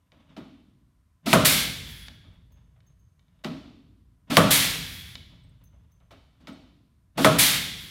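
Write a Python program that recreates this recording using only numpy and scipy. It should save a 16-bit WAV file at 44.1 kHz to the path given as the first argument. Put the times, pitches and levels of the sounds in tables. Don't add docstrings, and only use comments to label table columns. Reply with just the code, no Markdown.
import sys
import numpy as np
from scipy import signal
from scipy.fft import rfft, irfft
from scipy.io import wavfile
from scipy.ndimage import uniform_filter1d

SR = 44100
rng = np.random.default_rng(int(sys.argv[2]) if len(sys.argv) > 2 else 0)


def undo_db(level):
    steps = np.asarray(level, float) / 20
    return 10 ** steps


def master_out(mix):
    frames = np.transpose(np.atleast_2d(mix))
    ceiling = np.clip(frames, -1, 1)
    pcm = np.round(ceiling * 32767).astype(np.int16)
    wavfile.write(sys.argv[1], SR, pcm)


N = 348390
TIME = np.arange(N) / SR

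# [f/Hz, density/dB]
RUMBLE_SPECTRUM = [(12, -54.5), (20, -32), (29, -16), (41, -7), (54, 1), (92, 2), (108, 0.5), (177, -9),
                   (214, -18.5), (242, -19.5), (392, -32), (420, -28), (500, -31.5), (650, -59.5),
                   (1100, -120)]
# [f/Hz, density/dB]
HISS_SPECTRUM = [(120, -25.5), (200, -6.5), (482, -27), (623, -14), (899, -23), (986, -9), (1060, -14.5),
                 (2650, -25.5), (14300, -31.5), (16000, -45.5)]
# [f/Hz, level/dB]
LAMP_WHINES = [(8900, -95), (10300, -99), (11600, -105), (12900, -100)]
# [start t/s, end t/s, start level/dB, end level/dB]
SLIDES = [(0., .1, -80.5, -87), (.116, 0.357, -71, -66.5), (2.3, 2.46, -73.5, -84),
          (2.501, 2.751, -76.5, -82), (2.83, 2.923, -79, -85), (3.206, 3.427, -85, -77.5),
          (5.3, 5.416, -66.5, -78.5), (5.44, 5.991, -75, -85.5), (6.165, 6.326, -82, -89),
          (6.351, 6.464, -80.5, -68.5)]
# [f/Hz, density/dB]
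SCRAPE_SPECTRUM = [(88, -29.5), (150, -0.5), (187, -2.5), (215, -14.5), (269, -7.5), (366, -26.5),
                   (655, -18.5), (701, -31), (971, -23), (1710, -32), (3390, -30), (7710, -48.5),
                   (9000, -52), (11700, -67.5), (19800, -120)]
# [f/Hz, level/dB, share of the ring t60]
NOSE_MODES = [(1941, -5, .8), (2269, -3.5, 1.3), (3030, -1.5, 1.), (3570, -2, 1.2), (3770, -3.5, 1.3),
              (7000, -22.5, .6)]
# [t/s, 500-3000 Hz peak
# level/dB, boom/dB, edge/dB, first crack/dB]
KNOCKS = [(0.119, -50, -9, -16, -16), (0.365, -32, -3, -14.5, -13), (1.265, -16.5, -5.5, -14, -24),
          (3.446, -24, -4, -15, 1.5), (4.306, -16, -5, -16.5, -16), (6.003, -55, -20.5, -26, -19),
          (6.107, -38, -17, -11.5, -26), (6.472, -32, -7, -11, -2), (7.178, -12.5, -7, -14, -15),
          (3.438, -28, -17, -8.5, -27), (2.24, -49.5, -10, -30, -25), (2.758, -57.5, -15, -26, -20),
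          (5.726, -56.5, -14, -26, -20), (6.404, -52.5, -3.5, -8, -20), (2.083, -48.5, -5, -30, -25),
          (5.155, -49.5, -4.5, -30, -25)]
# [t/s, 500-3000 Hz peak level/dB]
SNAPS = [
    (1.33, -1.5),
    (4.369, -0.5),
    (7.246, -1.5),
]
# [f/Hz, level/dB, t60/s]
SKIN_MODES = [(162.55, 5.5, .35), (198, -4, 0.37), (257, -5, 0.41), (286, 1, 0.71), (506.6, -11.5, .4),
              (573.9, -2.5, .24), (627, -4, 0.42), (656.6, 1.5, .2), (778, -15, 0.29), (1109, -8.5, 0.43),
              (1274, -6, 0.25), (1445, -12.5, 0.38), (3930, -22.5, 0.28)]
# [f/Hz, density/dB]
SNAP_SPECTRUM = [(29, -50), (50, -25), (159, 2), (298, -7.5), (362, -15), (661, -9.5), (746, -15),
                 (1300, -11), (1780, -22.5), (3330, -22), (5400, -28), (10900, -28.5), (16000, -41.5)]
# [f/Hz, density/dB]
KNOCK_SPECTRUM = [(29, -44.5), (120, -13), (264, 1.5), (450, -23), (586, -11.5), (1120, -20), (1270, -17),
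                  (1580, -25), (2320, -24.5), (3850, -27), (6240, -38.5), (14900, -49), (16000, -59)]
# [f/Hz, t60/s]
SKIN_T60 = [(60, 0.71), (150, 0.33), (300, 0.39), (700, 0.11), (1500, 0.21), (3500, 0.14), (8000, 0.11),
            (11000, 0.16), (15000, .17)]
# [f/Hz, t60/s]
SHOP_T60 = [(60, 1.1), (150, 1.5), (300, 1.2), (700, 0.72), (1500, 0.74), (3500, 0.91), (6500, 0.74),
            (11000, 0.59), (15000, 0.64)]
# [f/Hz, level against the blow/dB]
WALL_LEVELS = [(60, -10.5), (300, -12), (1500, -11.5), (3500, -7), (8000, -13), (15000, -12.5)]
# [t/s, peak level/dB, ring t60/s]
TAPS = [(0.1191, -49.5, 0.035), (0.2944, -63, 0.024), (2.0833, -31.5, 0.025), (2.805, -55.5, 0.021),
        (3.194, -56.5, 0.039), (3.2254, -68, 0.04), (3.282, -65, 0.044), (3.3914, -64, 0.04),
        (5.1547, -28, 0.033), (6.108, -50.5, 0.15), (0.366, -46, 0.12), (3.446, -36, 0.12),
        (6.003, -64, 0.027), (6.471, -44.5, 0.15)]
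# [valve opens t/s, 1.5-5 kHz level/dB, brightness over 8 kHz/dB]
FILLS = [
    (1.258, -32, -9.5),
    (4.299, -33, -11.5),
    (7.173, -34.5, -7.5),
]
# [t/s, jet level/dB, first burst over it/dB, empty-cylinder level/dB, return-stroke level/dB]
VENTS = [
    (1.447, -21, 5.5, -48.5, -45),
    (4.505, -21, 1, -39, -43),
    (7.384, -20, -0.15, -43, -44),
]
PISTON_HOME = [2.078, 5.15, 8.03]
# [f/Hz, density/dB]
JET_SPECTRUM = [(410, -43), (700, -12.5), (984, -10), (1060, -10.5), (1640, -5.5), (2190, 0), (2730, -3.5),
                (3460, 0.5), (6650, -8.5), (9860, -8.5), (10800, -6.5), (15200, -13), (16000, -19.5)]
# [f/Hz, width/Hz, level/dB]
PORT_RESONANCES = [(1900, 500, -6), (3370, 200, 5), (4600, 700, -10), (10500, 1000, -3), (11900, 900, -6),
                   (13800, 1000, -5), (15000, 1200, -10)]
# [t/s, tick level/dB, ring level/dB, ring f/Hz, ring t60/s]
STEM_BOUNCES = [(2.333, -76, -86, 8400, .05), (2.520, -64, -77, 6400, .8), (2.865, -71, -77, 6400, .6),
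                (2.992, -75, -81, 6400, 1.3), (5.435, -80, -71, 8400, .06), (5.490, -80, -73, 8250, .06),
                (5.638, -58, -73, 6250, .7), (5.918, -69, -80, 6250, .8), (6.525, -75, -69, 8200, .07)]


def across(table, hz):
    f, value = np.transpose(table)
    return np.interp(np.log(hz), np.log(f), value)


def colour(x, table, lo=1, hi=SR):
    hz = np.arange(len(x) // 2 + 1) * SR / len(x) + 1
    gain = undo_db(across(table, hz))
    inside = (hz > lo) * (hz < hi)
    return irfft(rfft(x) * gain / np.sqrt(np.mean(gain ** 2 * inside)), len(x))


def band(x, lo_hz, hi_hz):
    return signal.sosfilt(signal.butter(2, [lo_hz, min(hi_hz, .45 * SR)], "band", fs=SR, output="sos"), x)


def rings(modes, length=1.):
    t = np.arange(int(length * SR)) / SR
    return sum(undo_db(db - 60 * t / t60) * np.sin(2 * np.pi * hz * t) for hz, db, t60 in modes)


def fade(x, t60, unit=False):
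    pole = undo_db(-120 / (max(t60, .002) * SR))
    return signal.lfilter([1 - pole * unit], [1, -pole], x)


def flicker(rate, db):
    k = int(SR / rate)
    steps = np.repeat(rng.standard_normal(N // k + 1), k)
    return undo_db(db * uniform_filter1d(steps, k)[:N])


def heard(x, response):
    return signal.fftconvolve(x, response)[:N]


def played(spans, column, hold=0, edge=0.0021):
    rows = np.vstack([np.r_[s, [[s[-1][0] + hold, *s[-1][1:]]]] for s in spans])
    gain = undo_db(np.interp(TIME, rows[:, 0], rows[:, column]))
    if column > 1:
        return gain
    on = sum(np.clip(np.minimum(TIME - s[0][0], s[-1][0] + hold - TIME) / edge, 0, 1) for s in spans)
    return gain * on


def droning():
    bed_db, stir_db, stir_share = -67, -42.5, 0.67
    build_s, t60_s = 0.23, 5.5
    blows = np.zeros(N)
    for s, db, *_ in SNAPS + KNOCKS:
        blows[int(s * SR)] = undo_db(db * stir_share + stir_db) ** 2
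    return np.sqrt(undo_db(bed_db) ** 2 + fade(fade(blows, build_s, unit=True), t60_s))


def shop():
    hum_hz, hum_db, hiss_db = 55.6, -6.5, -80
    hum = band(rng.standard_normal(N), hum_hz - 3, hum_hz + 3)
    rumble = colour(rng.standard_normal(N), RUMBLE_SPECTRUM, 35, 130) + undo_db(hum_db) * hum / hum.std()
    hiss = colour(rng.standard_normal(N), HISS_SPECTRUM, 330, 16000) * undo_db(hiss_db)
    lamps = sum(undo_db(db) * flicker(17, 3.0) * np.sin(2 * np.pi * hz * TIME) for hz, db in LAMP_WHINES)
    return rumble * droning() + hiss + lamps


def rubs():
    creep_s, start_db, creep_db = 0.029, -81.5, -57.5
    catch_s, catch_db = 0.0056, -41.5
    creeps = [[(s - creep_s, start_db), (s - catch_s / 2, creep_db), (s + catch_s / 2, catch_db)]
              for s, _, _ in FILLS]
    nose_slides = [[(a, db_a), (b, db_b)] for a, b, db_a, db_b in SLIDES]
    return sorted(creeps + nose_slides)


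def slides():
    grit = rng.standard_normal(N) * flicker(90, 3.5) * flicker(25, 2.5)
    nose = heard(grit, rings([(hz, db, 0.014 * share) for hz, db, share in NOSE_MODES], .1))
    sheet = colour(grit / grit.std(), SCRAPE_SPECTRUM, 500, 4500)
    return (sheet + .35 * nose / nose.std()) * played(rubs(), column=1, hold=.006)


def strike(blows, rise, modes_db, boom_shift_db, edge_shift_db):
    out, push, t = np.zeros(N), np.zeros((3, N)), np.arange(SR // 20) / SR
    shape = np.exp(-t / max(rise, 1e-4))
    for s, db, boom_db, edge_db, crack_db in blows:
        i, boom_db = int(s * SR), boom_db + boom_shift_db
        part_power = undo_db([db + boom_db, db, db + edge_db + edge_shift_db]) ** 2
        push[:, i:i + len(t)] += np.outer(part_power, shape / shape.sum())

        burst = rng.standard_normal(len(t)) * np.exp(-t / 0.0018)
        crack = band(burst, 700, 3500) + undo_db(edge_db - 12) * band(burst, 4500, 13000)
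        out[i:i + len(t)] += undo_db(db + crack_db) * crack / np.abs(crack).max()

        detunes = rng.standard_normal((len(SKIN_MODES), 2))
        modes = [(hz * (1 + .015 * a), level + 2 * b + boom_db * (hz < 400), t60)
                 for (hz, level, t60), (a, b) in zip(SKIN_MODES, detunes)]
        ring = rings(modes, .5)
        swell = 1 - np.exp(-TIME[:len(ring)] / 0.014)
        out[i:i + len(ring)] += undo_db(db + modes_db) * ring * swell
    return out, push


def skin():
    boom_db, edge_db, crack_db = -14, -7.5, 2
    breaks = [(*s, boom_db, edge_db, crack_db) for s in SNAPS]
    snaps, hard = strike(breaks, rise=.0015, modes_db=-13, boom_shift_db=7, edge_shift_db=6)
    knocks, soft = strike(KNOCKS, rise=0.0052, modes_db=-16, boom_shift_db=4.0, edge_shift_db=13.5)
    out = snaps + knocks
    for hz in 40 * 2 ** np.arange(0, 8.8, 1 / 3):
        part = int(hz > 400) + int(hz > 4000)
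        snap_power = hard[part] * undo_db(across(SNAP_SPECTRUM, hz) - 35.5) ** 2
        knock_power = soft[part] * undo_db(across(KNOCK_SPECTRUM, hz) - 33) ** 2
        power = fade((snap_power + knock_power) * hz, 9000 / hz / max(hz, 300), unit=True)
        sheet = fade(power, across(SKIN_T60, hz))
        spread = fade(power, 0.34, unit=True)
        walls = undo_db(across(WALL_LEVELS, hz)) ** 2 * fade(spread, across(SHOP_T60, hz))
        noise = band(rng.standard_normal(N), hz / 2 ** (1 / 6), hz * 2 ** (1 / 6))
        out += noise / noise.std() * np.sqrt(sheet + walls)
    return out


def taps():
    out, t = np.zeros(N), np.arange(SR // 5) / SR
    for s, db, t60 in TAPS:
        burst = rng.standard_normal(len(t)) * np.exp(-t / .0025)
        tick = band(band(burst, 500, 5500), 900, 5500)
        ring = rings([(hz, level, share * t60) for hz, level, share in NOSE_MODES], .2)
        out[int(s * SR):][:len(t)] += undo_db(db) * (undo_db(0.5) * tick + undo_db(-9) * ring)
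    return out


def air(spans, whistle, hold):
    jet = colour(rng.standard_normal(N), JET_SPECTRUM, 1500, 5000)
    noise = rng.standard_normal(N)
    port = sum(undo_db(db) * flicker(12, 2.7) * band(noise, hz - width / 2, hz + width / 2)
               for hz, width, db in PORT_RESONANCES)
    gain = played(spans, column=1, hold=hold)
    weak = np.clip(1 - gain / undo_db(-29.5), 0, 1)
    mix = jet * (1 - .55 * weak) + whistle * weak * port / port.std()
    low = signal.sosfiltfilt(signal.butter(2, 7000, fs=SR, output="sos"), mix)
    high = (mix - low) / band(mix, 8000, 15000).std() * played(spans, column=2, hold=hold)
    return gain * flicker(40, .6) * (low + high)


def fills():
    open_s, ends_before_snap_s = .006, .009
    start_db, grow_db, brighten_db = -8, 1.5, 2.5
    return [[(s, db + start_db, bright - 3),
             (s + open_s, db, bright),
             (snap - ends_before_snap_s, db + grow_db, bright + brighten_db)]
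            for (s, db, bright), (snap, _) in zip(FILLS, SNAPS)]


def vents():
    open_s, settle_s, choked_s, empty_s, return_s = 0.0094, .028, 0.18, 0.33, .445
    start_db, sag_db_per_s = -6, 61.5
    bright_db, dull_per_db = 1.5, 0.82
    return_sag_db, return_bright_db, return_dull_db = 6, -8.5, 5
    out = []
    for (s, db, burst_db, empty_db, back_db), home in zip(VENTS, PISTON_HOME):
        burst = [(s, db + start_db, bright_db), (s + open_s, db + burst_db, bright_db - burst_db / 2)]
        blow = [(settle_s, db), (choked_s, db - sag_db_per_s * (choked_s - settle_s)), (empty_s, empty_db)]
        blow_down = [(s + t, level, bright_db - dull_per_db * (db - level)) for t, level in blow]
        stroke = [(s + return_s, back_db, return_bright_db),
                  (home, back_db - return_sag_db, return_bright_db - return_dull_db)]
        out.append(burst + blow_down + stroke)
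    return out


def stems():
    out, t = np.zeros(N), np.arange(SR) / SR
    for s, tick_db, ring_db, hz, t60 in STEM_BOUNCES:
        splash = rng.standard_normal(len(t)) * (np.exp(-t / 0.0071) + 0.41 * np.exp(-t / .03))
        tick = band(splash, 10500, 17000) + .7 * band(splash, 700, 9000) * np.exp(-t / .005)
        line = band(rng.standard_normal(len(t)), hz - 55, hz + 55)
        ring = line / line.std() * undo_db(ring_db - 60 * t / t60) * (.8 + 2 * np.exp(-t / .025))
        out[int(s * SR):][:SR] += undo_db(tick_db) * tick + ring
    return out


def diffuse(t60s, tilt, cycles, length=2.):
    t, out = np.arange(int(length * SR)) / SR, 0
    for hz in 40 * 2 ** np.arange(0, 9, .5):
        noise = band(rng.standard_normal(len(t)), hz / 2 ** .25, hz * 2 ** .25)
        decay = undo_db(across(tilt, hz) - 60 * t / across(t60s, hz))
        out = out + noise * decay * (1 - np.exp(-t * hz / cycles))
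    return out / np.abs(out).max()


def wall_echo(tool):
    tilt = [(40, 3.0), (300, -8.5), (3400, -5.5), (6000, -8), (16000, -7.5)]  # f/Hz, level/dB
    walls = diffuse(SHOP_T60, tilt, cycles=6.6, length=1.7)
    walls = np.r_[np.zeros(int(.012 * SR)), walls] / np.sqrt(np.sum(walls ** 2))
    return undo_db(-8.5) * heard(tool, walls)


def scene():
    filling = air(fills(), whistle=0.75, hold=.02)
    exhaust = air(vents(), whistle=0.88, hold=0.0052)
    tool = slides() + taps() + filling + exhaust
    return (shop() + skin() + tool + wall_echo(tool) + stems())[None]


def low_pass(x):
    return signal.sosfilt(signal.butter(12, 16990, fs=SR, output="sos"), x)


def record(dry):
    cut = signal.sosfilt(signal.ellip(8, .2, 60, 16100, fs=SR, output="sos"), dry)
    return low_pass(np.clip(cut, -1, 1))


dry = scene()
out = record(dry)
master_out(out)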